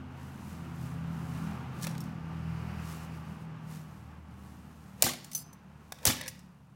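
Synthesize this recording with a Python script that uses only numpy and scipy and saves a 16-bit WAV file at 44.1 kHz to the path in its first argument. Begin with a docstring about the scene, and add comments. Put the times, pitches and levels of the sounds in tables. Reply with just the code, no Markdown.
"""A golf club smashes a broken gadget twice on a back lawn: sharp noise bursts for the cracks, ringing shards
and turf for the crunch, damped tones for the hollow knocks and thuds.
Plastic pieces tick and ring, metal plates clink, and the house and fence send back echoes.
Behind, someone kneeling shifts on dry grass (shaped noise and tiny snaps), and a propeller plane drones
past overhead (sine waves tied to one sinking shaft speed, with coloured noise)."""
import sys
import numpy as np
from scipy import signal
from scipy.fft import rfft, irfft
from scipy.io import wavfile
from scipy.ndimage import map_coordinates

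SR = 44100
rng = np.random.default_rng(int(sys.argv[2]) if len(sys.argv) > 2 else 0)


def int16_out(signal):
    """Quantize to a 16-bit WAV file."""
    q = np.round(np.clip(np.atleast_2d(signal).T, -1, 1) * 32767)
    wavfile.write(sys.argv[1], SR, q.astype(np.int16))


N = 297675
TIME = np.arange(N) / SR


def from_db(db):
    """Decibels to gain."""
    return 10 ** (np.asarray(db) / 20)


def rms_one(x):
    """Scale to unit power."""
    return x / np.sqrt(np.mean(x ** 2) + 1e-20)


def in_time(rows):
    """Read each column of a curve, sample by sample."""
    s, *columns = np.transpose(rows)
    return [np.interp(TIME, s, column) for column in columns]


def at_hz(points, hz):
    """Read a table on a log-frequency axis."""
    f, value = np.transpose(points)
    return np.interp(np.log(np.maximum(hz, 1)), np.log(f), value)


def colour(x, spectrum, size=8192):
    """Causal (minimum-phase) filter with the shape of the spectrum; white noise keeps its power."""
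    gain = from_db(at_hz(spectrum, np.fft.rfftfreq(size, 1 / SR)))
    # folding the cepstrum forward in time makes the filter answer as early as it can
    cepstrum = irfft(np.log(gain))
    cepstrum[1:size // 2] *= 2
    cepstrum[size // 2 + 1:] = 0
    response = irfft(np.exp(rfft(cepstrum)))
    return signal.fftconvolve(x, response / np.linalg.norm(response))[:N]


def noise():
    """White noise of unit power."""
    return rng.standard_normal(N)


def drift(rate):
    """Smooth random wander of spread 1 with about `rate` turns a second."""
    coarse = TIME[::20]
    points = rng.standard_normal(N // 50)
    wander = map_coordinates(points, [coarse * rate], order=3, mode="wrap")
    return rms_one(np.interp(TIME, coarse, wander))


def grains(per_s, spread_db):
    """Random tiny snaps of uneven size, unit power."""
    sizes = from_db(spread_db * np.minimum(rng.exponential(1, N), 4))
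    signs = rng.choice([-1, 1], N)
    happens = rng.random(N) < per_s / SR
    return rms_one(sizes * signs * happens)


def fall(age, t60):
    """Exponential fade that drops 60 dB in t60 seconds."""
    return np.exp(-np.log(1000) * age / t60)


def decay(start, t60, hold=0):
    """Envelope that jumps to 1, holds, then dies away."""
    age = TIME - start
    return (age >= 0) * np.exp(-np.log(1000) * np.clip((age - hold) / t60, 0, 2))


def add(track, s, piece):
    """Mix a short piece into a track at time s."""
    at = int(s * SR)
    track[at:at + len(piece)] += piece[:N - at]


def bursts(times, levels_db, t60s):
    """Each burst is a rush of noise that swells in a fraction of a millisecond and dies fast."""
    power, age = np.zeros(N), np.arange(SR // 10) / SR
    swell = 1 - np.exp(-age / 0.00018)
    for s, db, t60 in zip(times, levels_db, t60s):
        add(power, s, (from_db(db) * swell * fall(age, t60)) ** 2)
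    return np.sqrt(power) * noise()


def ring(x, hz, t60):
    """One mode: a unit click sets a sine ringing, about 1 high at first."""
    r, w = np.exp(-np.log(1000) / (t60 * SR)), 2 * np.pi * hz / SR
    return signal.lfilter([0, np.sin(w)], [1, -2 * r * np.cos(w), r * r], x + 1e-18)


def resonate(x, modes, pitch=1, sustain=1):
    """Pass a force through modes, all scaled alike in pitch and ring time; white noise keeps its power."""
    click = np.zeros(SR // 5)
    click[0] = 1
    response = np.zeros(len(click))
    for k, (hz, t60, db) in enumerate(modes):
        tone = rms_one(ring(click, pitch * hz, sustain * t60))
        response += (-1) ** k * from_db(db) * tone
    return signal.fftconvolve(x, response / np.linalg.norm(response))[:len(x)]


def knock(hz, t60):
    """A well-damped tone pushed by a soft contact, which takes about half a cycle to build up."""
    age = TIME[:SR // 5]
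    build_up = 1 - np.exp(-2 * hz * age)
    return np.sin(2 * np.pi * hz * age) * build_up * fall(age, t60)


def passing(top_db, loudest_s, steepness):
    """Level in dB of a sound that flies by in a straight line and falls off with distance."""
    pass_s = 1.484  # nearest distance over speed: how slowly the plane swells and fades
    distance = np.hypot(1, (TIME - loudest_s) / pass_s)
    return top_db - 20 * steepness * np.log10(distance)


def propeller(turn):
    """Blade tone, main drone and other engine lines, each wavering on its own in the moving air."""
    # main drone, the second blade harmonic: t/s, level/dB
    drone_curve = [(0, -73), (.8, -42), (1.15, -38.5), (1.47, -40), (1.67, -55.5), (1.87, -37), (2.12, -44),
                   (2.5, -37.5), (2.78, -45.5), (3.72, -44.5), (4.22, -63.5), (4.75, -60), (5.2, -57),
                   (6.75, -62)]
    # pass of the blade tone: level at its loudest/dB, t when loudest/s, steepness of the fade
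    blade_pass = (-43.5, 2.2, 1.91)
    # other strong engine lines: shaft order, level at its loudest/dB, t when loudest/s, steepness of the fade
    engine_lines = [(3, -52, 2.2, 2.7), (3.2, -48, 1.1, 2.3), (5, -51.5, 1.75, 1.16), (6, -53, 0.46, 2.3)]
    blade_order, drone_order = 2, 4  # cycles per turn of the shaft
    # the blade tone also fades in and out slowly
    period_s, deepest_s, echo = 1.68, 1.89, 0.91
    drone_db, = in_time(drone_curve)
    cycle = np.exp(2j * np.pi * (TIME - deepest_s) / period_s)
    fade = np.abs(1 - echo * cycle) / (1 + echo)
    # the fades set in as the plane comes overhead
    fade = np.where(TIME > deepest_s - period_s / 2, fade, 1)
    lines = [(blade_order, passing(*blade_pass) + 20 * np.log10(fade)), (drone_order, drone_db)]
    for order, *flight in engine_lines:
        lines.append((order, passing(*flight) + 4.3 * drift(6)))
    out = np.zeros(N)
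    for order, db in lines:
        out += from_db(db + 1.0 * drift(9)) * np.sin(order * turn + 0.08 * drift(14.0))
    return np.sqrt(2) * out


def plane():
    """Engine lines share one sinking (Doppler-shifted) shaft speed; rumble, rasp and rush are noise."""
    # shaft speed as heard, sinking as the plane passes: t/s, f/Hz
    shaft = [(0, 41.94), (1.45, 40.87), (1.9, 40.83), (3.4, 40.1), (4.0, 38.85), (5.4, 37.88), (6.75, 35.4)]
    # weaker exhaust lines: shaft order, level against the exhaust/dB
    exhaust_lines = [(3.5, -22), (4.5, -24), (5.5, -27), (6.4, -12), (7, -24.5), (7.7, -20), (8, -17.5)]
    # passes of the exhaust, its rasp and the thin whine, each beamed its own way; the rasp is beamed
    # backwards and heard just after the plane goes over: level at its loudest/dB, t when loudest/s, steepness
    exhaust_pass = (-45.5, 1.78, 1.29)
    rasp_pass = (-57.5, 2.76, 16)
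    whine_pass = (-62, 2.3, 3.6)
    # air rushing round the plane: t/s, level/dB
    rush_curve = [(0, -54), (.9, -52), (1.5, -48), (2.15, -52), (2.8, -50.5), (3.4, -53.5), (4.25, -59),
                  (4.9, -60), (5.95, -61), (6.75, -68)]
    # tone colours of the noises: f/Hz, relative level per Hz/dB
    rumble_colour = [(20, -35), (45, -15.5), (70, -8.5), (100, -3.5), (135, -1), (220, -2), (270, -13),
                     (360, -25.5), (600, -23), (2000, -74.5)]
    rush_colour = [(100, 2), (350, 4.5), (600, -1), (830, 5.5), (1020, 3), (1170, 2.5), (1500, 0),
                   (2100, -6.5), (2850, -7), (3400, -14.5), (6000, -22.5), (16000, -45)]
    rasp_colour = [(700, -26), (1200, 4.5), (1700, 2.5), (2900, 1.5), (3500, -21), (4700, -6), (8000, -25)]
    # high shaft orders that carry the engine's buzz
    buzz_orders = (18, 20, 22, 23, 25, 28, 29, 30, 33, 35)
    whine_order = 29

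    shaft_hz, = in_time(shaft)
    rush_db, = in_time(rush_curve)
    turn = 2 * np.pi * np.cumsum(shaft_hz) / SR
    exhaust = np.zeros(N)
    for order, db in exhaust_lines:
        exhaust += from_db(db + 4.0 * drift(4.22)) * np.sin(order * turn + 1.15 * drift(4.1))
    exhaust += colour(noise(), rumble_colour)
    exhaust *= from_db(passing(*exhaust_pass))
    # high orders swell and vanish in the turbulence: a faint buzz inside the rush
    buzz = rms_one(sum(drift(7) * np.sin(order * turn + drift(6)) for order in buzz_orders))
    air = colour(noise(), rush_colour) + from_db(-11) * buzz
    rush = from_db(rush_db + 0.72 * drift(14)) * air
    rasp = from_db(passing(*rasp_pass) + 1.9 * drift(24)) * colour(noise(), rasp_colour)
    whine_level = np.sqrt(2) * from_db(passing(*whine_pass) + 3.8 * drift(7.4))
    whine = whine_level * np.sin(whine_order * turn + 1.8 * drift(28))
    return propeller(turn) + exhaust + rush + rasp + whine


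def grass():
    """Cloth hisses as the weight shifts, dry blades crackle, and now and then a stalk snaps."""
    # knees and clothes moving: t at the height of the move/s, relative level/dB, time to swell or fade/s
    moves = [(.25, -67.5, 0.061), (0.501, -63, 0.11), (.85, -63, 0.081), (1.19, -68.5, 0.12),
             (1.39, -62, 0.13), (1.84, -61, 0.058), (2.03, -67.5, 0.052), (2.66, -70, 0.26),
             (2.91, -56.5, 0.055), (3.03, -62, 0.028), (3.16, -67.5, 0.04), (3.31, -69.5, 0.056),
             (3.42, -70.5, 0.021), (3.745, -60.5, 0.045), (3.93, -71.5, 0.12), (4.49, -69, 0.094),
             (4.86, -71, 0.2), (5.25, -67, 0.086), (6.0, -71.5, 0.12), (6.35, -72, .07)]
    # tone colour of the rustle: f/Hz, relative level per Hz/dB
    rustle_colour = [(300, 7.5), (1500, 4), (3500, 1.5), (6000, 3), (9000, 1), (13000, -1), (16000, -4)]
    still_db = -81.5  # faint hiss between the moves, on the same relative scale
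    power = np.full(N, from_db(still_db) ** 2)
    for middle, db, swell in moves:
        power += (from_db(db) / np.cosh((TIME - middle) / swell)) ** 2
    hiss = 1.55 * noise()
    crackle = 0.63 * grains(per_s=2200, spread_db=15.5)
    stalks = 0.147 * grains(per_s=33, spread_db=4.5)
    return np.sqrt(power) * colour(hiss + crackle + stalks, rustle_colour)


def yard(x):
    """A few wall slaps and a thin scattered tail with its own fading time in each band."""
    # how long scattered sound lingers: f/Hz, time to fade by 60 dB/s
    yard_t60 = [(200, 0.7), (1000, 0.3), (3000, 0.57), (6000, 0.45), (10000, 0.09), (16000, 0.29)]
    # echoes off the house and fence: delay/s, level/dB
    walls = [(0.0167, -24.5), (0.022, -20.5), (0.034, -29), (.069, -31), (0.113, -31)]
    age = TIME[:SR]
    response, edges = np.zeros(SR), np.geomspace(100, 18000, 10)
    for low, high in zip(edges, edges[1:]):
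        band_filter = signal.butter(2, [low, high], "band", fs=SR, output="sos")
        band = signal.sosfilt(band_filter, rng.standard_normal(SR))
        response += band * fall(age, at_hz(yard_t60, np.sqrt(low * high)))
    response *= np.clip(age / 0.041, 0, 1)  # the scatter builds up over 41 ms
    response *= from_db(-16.0) / np.linalg.norm(response)
    for delay, db in walls:
        response[int(delay * SR)] += from_db(db)
    return signal.fftconvolve(x, response)[:N]


def metal():
    """Each plate landing rings and jingles until the grass damps it; chattering contact roughens the ring."""
    # small plates bouncing: t/s, relative level/dB, time until the grass stops the ring/s,
    # pitch ratio, ring against jingle/dB
    plate_landings = [(2.0055, -40, .007, 0.9, -13), (2.0115, -49, .005, 0.85, -17),
                      (2.04, -55, .006, 0.9, -14), (5.332, -29, 0.0066, 1.01, -19),
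                      (5.3496, -19.5, 0.077, 1.006, -13), (5.377, -34, .03, 1, -13),
                      (5.53, -43, .006, 1, -16.5), (6.2805, -26.5, 0.0066, .965, -14.5)]
    # modes of a plate at pitch ratio 1: f/Hz, relative level/dB, time to fade by 60 dB when free/s
    plate_modes = [(4470, -23.5, .5), (5000, -17, .5), (5730, -17, .09), (6000, -3, .06), (6070, 6, 0.09),
                   (6220, -22, .2), (7477, -20, .45), (8500, -14, .14), (9240, -16, .17), (9260, -8, 0.2),
                   (9800, -17, .2), (10300, -6, .18), (10900, -15, .25), (13200, -10, 0.2),
                   (13394, -9, 0.19), (14013, -14, .15), (15150, -12, .14), (15455, -11, .14)]
    out, age = np.zeros(N), TIME[:SR // 3]
    jingle_colour = [(1500, -9.5), (3500, -3.5), (5500, 4.0), (8000, 3.5), (13000, 6.0), (16000, -4)]
    jingle = colour(noise(), jingle_colour)
    hz, mode_db, t60 = np.transpose(plate_modes)[:, :, None]
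    chatter = 1 + .12 * drift(400)
    for start, db, free, pitch, ring_db in plate_landings:
        # every landing excites the modes a little differently
        uneven_db = mode_db + rng.standard_normal(hz.shape)
        strength = from_db(uneven_db + ring_db) * rng.choice([-1, 1], hz.shape)
        tones = np.sum(strength * np.sin(2 * np.pi * pitch * hz * age) * fall(age, t60), axis=0)
        damping = decay(0, 0.064, hold=free)[:len(age)]
        add(out, start, from_db(db) * tones * damping)
        tick_and_tail = from_db(-13.5) * decay(start, 0.04) + from_db(-24.0) * decay(start, 0.27)
        out += from_db(db) * jingle * decay(start, 0.13, hold=free) * tick_and_tail
    return out * chatter


def plastic():
    """Ticks ring at their own pitches, two as wall echoes; the shell scrapes and loose parts chatter."""
    # pieces knocking and landing; the ticks at 5.1345 and 6.1665 s are echoes of the blows off a wall:
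    # t/s, relative level/dB, body against treble/dB, time for the tick to fade by 60 dB/s, pitch ratio
    clacks = [(1.813, -40, -20, 0.046, 1), (1.824, -30.5, -24, .04, 1), (1.8308, -28.5, -33, .039, 1),
              (1.8405, -25.5, -12, 0.018, .93), (1.8465, -25, -13, .015, 0.98),
              (1.8685, -25, -5.5, 0.019, 1.05), (1.8755, -32, -9, .02, 1.03), (1.895, -39, -24, .023, 1),
              (1.9125, -38, -18, .015, 1), (1.951, -42.5, -1, .015, .9), (1.9796, -33, -30, 0.015, 1),
              (2.0042, -36, -30, 0.023, 1), (2.039, -44, -26, .025, 1), (5.0655, -21, -8, .015, 0.82),
              (5.0914, -26.5, -7, 0.019, 1.1), (5.1345, -36, -2.5, .035, 1.25),
              (5.2445, -33, -18, 0.037, 1), (5.3148, -36, -18, 0.074, 1.2),
              (5.9218, -24.5, -11.5, 0.021, .97), (5.986, -47, -1.5, 0.022, .95),
              (6.03, -38.5, -7, .015, 1), (6.123, -34, -14, .014, 1), (6.1665, -34, -10, .012, 1.1),
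              (6.189, -40, -7, .01, 1), (6.2112, -25.5, -7.5, 0.017, 1.15), (6.2148, -25, -12, 0.01, 1.05),
              (6.237, -35, -4, .012, 1.13), (6.25, -45, -3, 0.011, 1.1), (6.2612, -35, -4.5, 0.012, 1),
              (6.2695, -33, -7, .012, .97), (6.2794, -24, -16, 0.033, 1.1), (6.288, -31, -20, .014, 1.3),
              (6.392, -45, -30, .025, 1)]
    # loose parts chattering as the shell is set down, kicked up by the club and tumbling through the air:
    # t/s, level/dB, length/s, time to fade by 60 dB after that/s
    rattles = [(1.81, -58, 0.096, 0.2), (6.076, -35.5, 0.019, 0.076), (6.156, -49, 0.135, 0.03)]
    # shell dragging through stiff grass as it is set down: t at the hardest push/s, level/dB,
    # time to swell or fade/s
    scrapes = [(1.842, -49, 0.012), (1.895, -59, 0.034)]
    # modes of the loose shell, before pitch and ring-time ratios: f/Hz, time to fade by 60 dB/s,
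    # relative level/dB
    shell = [(527, .045, 2), (1010, .009, 1.5), (1706, 0.024, 8), (1940, 0.011, 3.5), (2224, .016, 3),
             (2590, 0.015, 3), (3290, 0.02, -1), (3710, 0.015, 3.5), (4320, 0.018, -1), (5560, .006, 0)]
    # tone colours of the ticks and the scrape: f/Hz, relative level per Hz/dB
    clack_colour = [(1500, -29.5), (3000, 1.5), (4500, 7), (6500, 9), (9000, 7.5), (13000, 2), (16000, 1.5)]
    scrape_colour = [(400, -14), (1100, 2), (1800, -1), (3500, -2), (5500, -4), (9000, -5), (16000, -9)]
    free_ring = 2.1  # clear of the grass, the shell rings this many times longer

    s, db, _, t60s, _ = np.transpose(clacks)
    out = colour(bursts(s, db - 7.5, t60s), clack_colour)
    shaking = np.zeros(N)
    for start, level_db, length, t60 in rattles:
        shaking += from_db(level_db) * decay(start, t60, hold=length)
    out += resonate(shaking * grains(per_s=300, spread_db=3.0), shell, sustain=free_ring)
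    push = np.zeros(N)
    for middle, level_db, swell in scrapes:
        push += from_db(level_db) / np.cosh((TIME - middle) / swell)
    out += push * colour(grains(per_s=4300, spread_db=2.0), scrape_colour)
    age = TIME[:SR // 8]
    for start, peak_db, body_db, t60, pitch in clacks:
        fading = from_db(peak_db + body_db + 0.5) * fall(age, t60)
        force = fading * rng.standard_normal(len(age))
        add(out, start, resonate(force, shell, pitch))
    return out


def shards(start, length, count=110):
    """Each shard snaps off at its own moment, pitch and strength; the late ones tend to be weaker."""
    low_hz, high_hz, t60_s = 1101, 12000, .03
    level_db, spread_db = -4.5, 9  # level against the splinters, and how far it strays either way
    span_s = .13  # they keep snapping for this long
    # they weaken as the club slows, and faster still once it has stopped (dB per s)
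    slowing_db_per_s, stopped_db_per_s = 109.5, 167.5
    out = np.zeros(N)
    for moment, size, strength in rng.random((count, 3)):
        delay = span_s * moment
        hz = low_hz * (high_hz / low_hz) ** size
        fade_db = slowing_db_per_s * delay + stopped_db_per_s * max(delay - length, 0)
        db = level_db + spread_db * (2 * strength - 1) - fade_db
        add(out, start + delay, from_db(db) * knock(hz, t60_s))
    return out


def knocks():
    """Damped tones: the casing knocks hollow at shifting pitches, once as an echo; the ground stops the club."""
    # hollow knocks of the casing under the club head, and a faint echo of the first blow off a wall
    # at 5.135 s: t/s, level/dB, f/Hz, time to fade by 60 dB/s
    hollows = [(5.0235, -19, 555, 0.018), (5.0645, -23, 785, 0.031), (5.135, -39, 720, 0.035),
               (5.9214, -29, 761, 0.018), (6.055, -28.5, 697, 0.012), (6.0775, -23, 640, 0.016)]
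    # modes of that knock: multiple of the pitch, relative level/dB
    hollow_modes = [(1, 0.5), (1.5, -5), (1.96, -6.5), (4.85, -19.5)]
    # club head stopped by the ground: t/s, level/dB, f/Hz, time to fade by 60 dB/s
    thuds = [(5.04, -24.5, 136, .07), (6.072, -14, 101.3, 0.047)]
    out = np.zeros(N)
    for s, db, hz, t60 in hollows:
        for multiple, mode_db in hollow_modes:
            add(out, s, from_db(db + mode_db) * knock(multiple * hz, t60))
    for s, db, hz, t60 in thuds:
        add(out, s, from_db(db) * knock(hz, t60))
    return out


def club():
    """Swish, crack of the casing, then the crunch and thud of the head digging in."""
    # club head breaking the casing: t/s, level/dB, time for the crack to fade by 60 dB/s,
    # level of the dull knock/dB
    cracks = [(5.0228, -0.5, 0.009, -23), (5.026, -14.5, 0.025, -27.5), (6.053, -7, 0.016, -27),
              (6.056, -20, 0.012, -30), (6.0657, -21, 0.02, -32.5), (6.0715, -13.5, 0.026, -38),
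              (6.076, -15.5, 0.012, -24)]
    # splinters and turf crushed under the club: t/s, splinter level/dB, length/s, turf level/dB,
    # earth thud level/dB
    crunches = [(5.038, -29.5, 0.044, -38, -41.5), (6.063, -27, 0.037, -37.5, -32)]
    # the downswing: t of the impact/s, level/dB
    swings = [(5.023, -47), (6.052, -45.5)]
    # hollow tones of the casing pressed into the turf: f/Hz, time to fade by 60 dB/s, relative level/dB
    turf_tones = [(152, 0.048, -11), (245.2, 0.054, 5), (347, 0.077, -0.5), (510, 0.0896, -8.5),
                  (660, 0.0099, 0.5), (860, 0.03, 0), (1120, 0.027, -9)]
    # tone colours of the crack, dull knock, splinters and earth thud: f/Hz, relative level per Hz/dB
    crack_colour = [(200, -27), (1000, -19.5), (2300, -16.5), (4000, -1), (5500, 3.5), (6800, 3),
                    (9000, 3.5), (13000, -2.5), (16000, 2.5)]
    knock_colour = [(60, -25.5), (250, -19.5), (520, 0), (800, -1.5), (1300, -8.5), (2500, -7),
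                    (8000, -35.5)]
    splinter_colour = [(200, -10), (600, 1), (950, -8), (1400, -10), (2200, 2.5), (3000, 4.5), (5800, 6),
                       (9000, 3), (13000, 4), (16000, -6)]
    thud_colour = [(20, -41.5), (45, -19), (75, 7), (140, 1), (250, -1.5), (400, -22.5), (1200, -45)]

    s, crack_db, t60, knock_db = np.transpose(cracks)
    out = colour(bursts(s, crack_db, t60), crack_colour)
    out += colour(bursts(s, knock_db, 2.6 * t60), knock_colour)  # the dull knock lasts longer
    splinters = colour(grains(per_s=3000, spread_db=1.5), splinter_colour)
    turf = resonate(grains(per_s=1200, spread_db=5.5), turf_tones)
    earth = colour(noise(), thud_colour)
    for start, splinter_db, length, turf_db, thud_db in crunches:
        crushing = decay(start, 0.24, hold=length) * decay(start, 0.56)
        out += from_db(splinter_db) * crushing * splinters
        out += from_db(splinter_db) * shards(start, length)
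        out += from_db(turf_db) * decay(start, 0.089, hold=1.07 * length) * turf
        out += from_db(thud_db) * decay(start, 0.16, hold=0.019) * earth
    air = colour(noise(), [(100, -14.0), (500, 3.0), (1500, -11.5), (4000, -15.5), (16000, -22.0)])
    for impact, db in swings:
        out += from_db(db) * np.exp(-np.abs(TIME - impact) / 0.022) * air
    return out


def scene():
    """The blows carry to the walls; the plates, low in the grass, reach them more weakly."""
    hits = club() + knocks() + plastic()
    clinks = metal()
    echoes = yard(hits + from_db(-5.5) * clinks)
    return (hits + clinks + echoes + grass() + plane())[None]


def record(dry):
    """The microphone drops the deepest bass, the loudest peaks are rounded and the top is cut."""
    cutoff_hz, peak_limit = 15900, .62
    heard = signal.sosfilt(signal.butter(2, 42, "high", fs=SR, output="sos"), dry)
    rounded = peak_limit * np.tanh(heard / peak_limit)
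    return signal.sosfilt(signal.ellip(10, .1, 80, cutoff_hz, fs=SR, output="sos"), rounded)


dry = scene()
out = record(dry)
int16_out(out)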